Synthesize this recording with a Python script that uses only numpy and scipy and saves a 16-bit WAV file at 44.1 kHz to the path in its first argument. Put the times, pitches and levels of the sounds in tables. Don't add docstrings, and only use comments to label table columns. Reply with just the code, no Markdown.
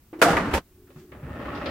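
import sys
import numpy as np
from scipy import signal
from scipy.fft import rfft, irfft
from scipy.io import wavfile

SR = 44100
rng = np.random.default_rng(int(sys.argv[2]) if len(sys.argv) > 2 else 0)


def file_out(sig):
    cols = np.atleast_2d(sig).T
    lim = np.clip(cols, -1, 1)
    pcm = np.round(lim * 32767).astype(np.int16)
    wavfile.write(sys.argv[1], SR, pcm)


N = 74970
T, HZ = np.arange(N) / SR, np.fft.rfftfreq(N, 1 / SR)


def amp(db):
    return 10 ** (np.asarray(db) / 20)


def evened(x):
    return x / np.sqrt(np.mean(x ** 2) + 1e-20)


def read(table, column=1):
    table = np.array(table)
    return np.interp(np.log(HZ + 1), np.log(table[:, 0]), table[:, column])


def over_time(table):
    return np.interp(T, *np.transpose(table))


def delayed(x, s):
    return np.pad(x, ((0, 0), (round(s * SR), 0)))[:, :N]


# frequency in Hz, left-right likeness (1 = identical), left minus right in dB at a pan of 1.
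MICROPHONE_PAIR = [(40, .9998, 0), (90, .999, 0), (190, .996, 0), (350, .95, -1), (700, .86, -2),
                   (1400, .62, .3), (2800, .3, -3), (5600, .05, -3), (10000, 0, -7), (14000, -.1, -5)]


def coloured(db, pan=0, drive=1):
    mid, side = rfft(rng.standard_normal((2, N)) * drive)
    likeness = np.clip(read(MICROPHONE_PAIR), -.99, .9999)
    mid = mid * np.sqrt(1 + likeness)
    side = side * np.sqrt(1 - likeness)
    lean = amp(pan * read(MICROPHONE_PAIR, 2) / 2)
    both = np.array([(mid + side) * lean, (mid - side) / lean])
    return evened(irfft(both * amp(db), N))


def ring(modes, s):
    out = 0
    for hz, db, t60 in modes:
        phase = rng.random() + rng.standard_normal((2, 1)) * hz / 14000
        out = out + amp(db - 60 * T / t60) * np.sin(2 * np.pi * (hz * T + phase))
    soft_start = 1 - np.exp(-T / 0.00067)
    return delayed(out * soft_start, s)


BASS_HZ, TREBLE_HZ = 216, 3432
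RING_OCTAVES = .33
TONE_T60_S = .15


def blow(body, room_db, pan, s, db, bass_db, treble_db, ring_hz, ring_db, tone_db, rise, panels_db=0):
    bass = bass_db / (1 + (HZ / BASS_HZ) ** 4)
    treble = treble_db * HZ ** 4 / (HZ ** 4 + TREBLE_HZ ** 4)
    boost = ring_db / (1 + (np.log2((HZ + 1) / ring_hz) / RING_OCTAVES) ** 2)
    spectrum = rfft(coloured(read(body) + panels_db, pan)) * amp(bass + treble + boost)
    out = ring([(ring_hz, tone_db, TONE_T60_S)], 0)
    for k, (hz, _, body_t60, room_t60) in enumerate(body):
        band = read([(row[0], j == k) for j, row in enumerate(body)])
        decay = np.hypot(amp(-60 * T / body_t60), amp(room_db - 60 * T / room_t60))
        onset = 1 - np.exp(-T / (rise + 0.45 / hz))
        out = out + irfft(spectrum * band, N) * decay * onset
    return delayed(amp(db) * out, s)


# frequency in Hz, strength in dB per Hz (relative).
AIR_SPECTRUM = [(25, -1.5), (90, 1.5), (160, -6.5), (300, -10), (550, -21.5), (1200, -24), (4000, -29.5),
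                (10500, -29), (13000, -26), (16000, -21.5)]
AIR_DB = -55


def air():
    return amp(AIR_DB) * coloured(read(AIR_SPECTRUM))


# frequency in Hz, level in dB (relative), size of the pitch waver in Hz.
HUM_TONES = [(362, 0, 5), (370, -3, 32), (295, -6, 22)]
# time in seconds, level in dB.
HUM_SWELL = [(.6, -79.5), (.72, -63.5), (.8, -56), (1.0, -51), (1.12, -52.5), (1.3, -62.5)]


def hum():
    tones = 0
    for hz, db, waver_hz in HUM_TONES:
        slow_noise = rfft(rng.standard_normal(N)) * np.exp(-(HZ / 35) ** 2)
        waver = evened(irfft(slow_noise, N))
        tones = tones + amp(db) * np.sin(2 * np.pi * np.cumsum(hz + waver_hz * waver) / SR)
    return evened(tones) * amp(over_time(HUM_SWELL))


# frequency in Hz, strength in dB per Hz (relative).
SLEEVE_SPECTRUM = [(100, -21.5), (220, 23), (450, -7), (1500, -6), (4000, -10), (7500, -11.5), (10000, -23),
                   (15000, -13)]
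SLEEVE_S, SLEEVE_LENGTH_S, SLEEVE_DB = 1.0, 0.047, -49


def sleeve():
    return coloured(read(SLEEVE_SPECTRUM)) * amp(SLEEVE_DB) * np.exp(-abs(T - SLEEVE_S) / SLEEVE_LENGTH_S)


DRAWER_PAN = -.15

# frequency in Hz, half-width in Hz, boost in dB.
PANELS = [(80, 16, 13.5), (263, 55, 10), (475, 27, 2.5), (584.5, 54, 11), (710, 48, 1.5), (828, 29, 7),
          (940, 73, 0.5), (1107, 36, 7.5), (1300, 78, 11.5), (1460, 37, 4), (1825, 150, 10.5),
          (2600, 65, 4)]


def panel_boost():
    return sum(db / (1 + ((HZ - hz) / width) ** 2) for hz, width, db in PANELS)


# frequency in Hz, strength in dB per Hz (relative).
ROLL_SPECTRUM = [(30, -28), (80, -23.5), (300, 1.5), (850, -5), (1700, -10), (2800, -11.5), (4000, -21),
                 (5800, -31), (7000, -36), (15000, -43)]
ROLL_DB = -33
BRIGHTEN = 0.53
GRAINS_PER_S, GRAIN_SPREAD_DB = 5000, -0.5


def roll(speed_db):
    ticks = rng.random(N) < GRAINS_PER_S / SR
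    strengths = amp(GRAIN_SPREAD_DB * np.minimum(rng.exponential(1, N), 3))
    patter = coloured(read(ROLL_SPECTRUM) + panel_boost(), DRAWER_PAN, ticks * strengths)
    bright = irfft(rfft(patter) * HZ ** 2 / (HZ ** 2 + TREBLE_HZ ** 2), N)
    dull = patter - bright
    return amp(ROLL_DB + speed_db) * (dull + bright * amp(BRIGHTEN * speed_db))


# frequency in Hz, strength in dB per Hz (relative).
RUMBLE_SPECTRUM = [(25, -33), (60, 3.5), (100, -2.5), (240, -3.5), (400, -16), (1000, -51)]
RUMBLE_DB, RUMBLE_LIMIT_DB = -39.5, -10


def rumble(speed_db):
    return coloured(read(RUMBLE_SPECTRUM)) * amp(RUMBLE_DB + np.minimum(speed_db - RUMBLE_LIMIT_DB, 0))


# start in seconds, level in dB (relative), bass in dB, treble in dB, ring in Hz,
# boost around the ring in dB, its clean tone in dB (relative), time constant of the noise's rise in seconds.
KNOCKS = [(.872, -27.5, -5, -4, 1450, 4.4, -9.5, .002), (0.902, -21.5, -5, 1.5, 511, 7.6, -1.5, 0.001),
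          (.960, -17.5, 2, -15, 150, 9, 12.5, 0.00037), (1.118, -11, -4, -4, 1840, 2.9, -24, 0.0018),
          (1.231, -13.5, 12, -8, 139, 6, 15.5, 0.0034), (1.305, -18, 12, -19, 103, 9, 14, 0.0027),
          (1.481, -14, -13, -4, 1147, 4.6, 13, 0.0062), (1.549, -15, 10.5, 26, 255.6, 4.2, 12.5, 0.0037),
          (1.658, 0, -11, 9.5, 3630, 4.9, -24, 0.001)]
# frequency in Hz, strength in dB per Hz (relative),
# seconds for the body to fade by 60 dB, seconds for the room to fade by 60 dB.
DRAWER_BODY = [(35, -9.5, .15, .4), (90.6, -6, 0.14, 0.36), (300, 2, 0.086, 0.51), (800, -5.5, 0.13, 0.21),
               (1750, -7.5, 0.13, 0.66), (3000, -8.5, 0.1, 0.33), (5300, -19, 0.027, 0.32),
               (7300, -43, 0.044, 0.43), (15000, -51, .05, .2)]
DRAWER_DB, DRAWER_ROOM_DB = -31, -9
KNOCK_PANEL_SHARE = 0.48


def knocks():
    panels_db = KNOCK_PANEL_SHARE * panel_boost()
    blows = sum(blow(DRAWER_BODY, DRAWER_ROOM_DB, DRAWER_PAN, *row, panels_db) for row in KNOCKS)
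    return amp(DRAWER_DB) * blows


# frequency in Hz, level in dB, seconds to fade by 60 dB.
CLINK_TONES = [(2620, -43, .15), (3300, -47, .15), (4330, -43, .16), (4920, -43, .16)]
CLINK_S = 1.659


def clink():
    return ring(CLINK_TONES, CLINK_S)


# time in seconds, level in dB (relative).
DRAWER_SPEED = [(1.08, -36.5), (1.15, -16.5), (1.22, -17), (1.27, -11), (1.35, -7), (1.46, -1.5), (1.6, -1),
                (1.7, 1.5)]


def drawer():
    speed_db = np.interp(T, *np.transpose(DRAWER_SPEED), left=-120)
    return roll(speed_db) + rumble(speed_db) + knocks() + clink()


# start in seconds, level in dB (relative), bass in dB, treble in dB, ring in Hz,
# boost around the ring in dB, its clean tone in dB (relative), time constant of the noise's rise in seconds.
DOOR_BLOWS = [(.129, -28.5, -28, -14.5, 321, 20, 6, 0.0055), (.189, -28.5, -22.5, -1, 336, 9, 3.5, 0.0094),
              (0.2159, -2, -8.5, 0, 642, 0, -8, 0.00033), (.2232, -8, -23, 6.5, 1391, 12.5, -2.5, 0.00049),
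              (.257, -16.5, 13, -20, 693, 14, 10.5, 0.0016), (0.28, -8, -4.5, -5, 800, 4.5, -1.5, 0.0056),
              (.303, -9.5, -5, -5.5, 172, 2, 1, 0.0025), (.329, -7.5, 6.5, -14.5, 49.6, 3, -10, 0.0033),
              (0.3669, -8, -15, -11, 1900, 6.5, -11.5, 0.0013),
              (.375, -17.5, 2, -16, 1196, 8.5, 5.5, 0.002), (0.404, -16.5, 9.5, -18.5, 181, 11, 0.5, 0.012),
              (0.446, -15, -1, -13, 222, 1.5, -0.5, 0.0089), (.472, -11, 13, -16, 288, 0, -7, 0.018),
              (0.508, -15.5, -7, -4, 2600, 6, -22, .02), (.533, -20, 3, -4, 3000, 9, -23, 0.0015),
              (0.537, -8, 3, -4, 75.6, 7.5, -5.5, 0.00053), (0.5453, -14, 5, 2, 912, -4, 0.5, 0.0011),
              (0.571, -17, 2.5, -0.5, 170, 11, -3.5, .003)]
# frequency in Hz, strength in dB per Hz (relative),
# seconds for the body to fade by 60 dB, seconds for the room to fade by 60 dB.
DOOR_BODY = [(40, -12.5, 0.35, 0.47), (150, -8, .2, 1), (305, -2, 0.16, 0.68), (606, -1, 0.093, 0.44),
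             (1400, -7.5, .11, 0.83), (2100, -6.5, 0.071, 0.33), (3780, -15, 0.045, 0.52),
             (8000, -25, 0.16, 0.55), (15000, -27.5, .08, 0.2)]
DOOR_DB, DOOR_ROOM_DB = -7.5, -11
DOOR_PAN = 0.69
# frequency in Hz, level in dB, seconds
# to fade by 60 dB.
DOOR_TONES = [(178, -29, .8), (291, -23, .95), (330, -26, .4), (478, -21, .42), (535, -23, .42),
              (612, -26, .45), (662, -22, .5), (813, -27, .6), (873, -32, .6), (908, -34, .85),
              (979, -30, .42), (1121, -27, .45), (1182, -29, .4), (1253, -31, .55), (1421, -25, .5),
              (1474, -26, .3), (1575, -32, .5), (1733, -33, .5), (1990, -31, .35), (3214, -42, .35)]
TONES_START_S = .2165
CUT_S, CUT_DROP_DB, CUT_FADE_DB_PER_S = 0.5854, -3.5, 900
CUT_TAIL_DB, CUT_TAIL_DB_PER_S = -27, 236


def fridge():
    blows = sum(blow(DOOR_BODY, DOOR_ROOM_DB, DOOR_PAN, *row) for row in DOOR_BLOWS)
    door = amp(DOOR_DB) * blows + ring(DOOR_TONES, TONES_START_S)
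    since = np.maximum(T - CUT_S, 0)
    drop = amp(CUT_DROP_DB - CUT_FADE_DB_PER_S * since)
    tail = amp(CUT_TAIL_DB - CUT_TAIL_DB_PER_S * since)
    return door * np.where(T > CUT_S, drop + tail, 1)


def scene():
    return air() + hum() + sleeve() + drawer() + fridge()


LOW_CUT_HZ, EDGE_HZ = 26, 15950


def record(dry):
    low_cut = signal.butter(1, LOW_CUT_HZ, "high", fs=SR, output="sos")
    limited = np.clip(signal.sosfilt(low_cut, dry), -1, 1)
    high_cut = signal.firwin(401, EDGE_HZ, window=("kaiser", 9), fs=SR)
    return signal.oaconvolve(limited, high_cut[None], "same", axes=1)


dry = scene()
out = record(dry)
file_out(out)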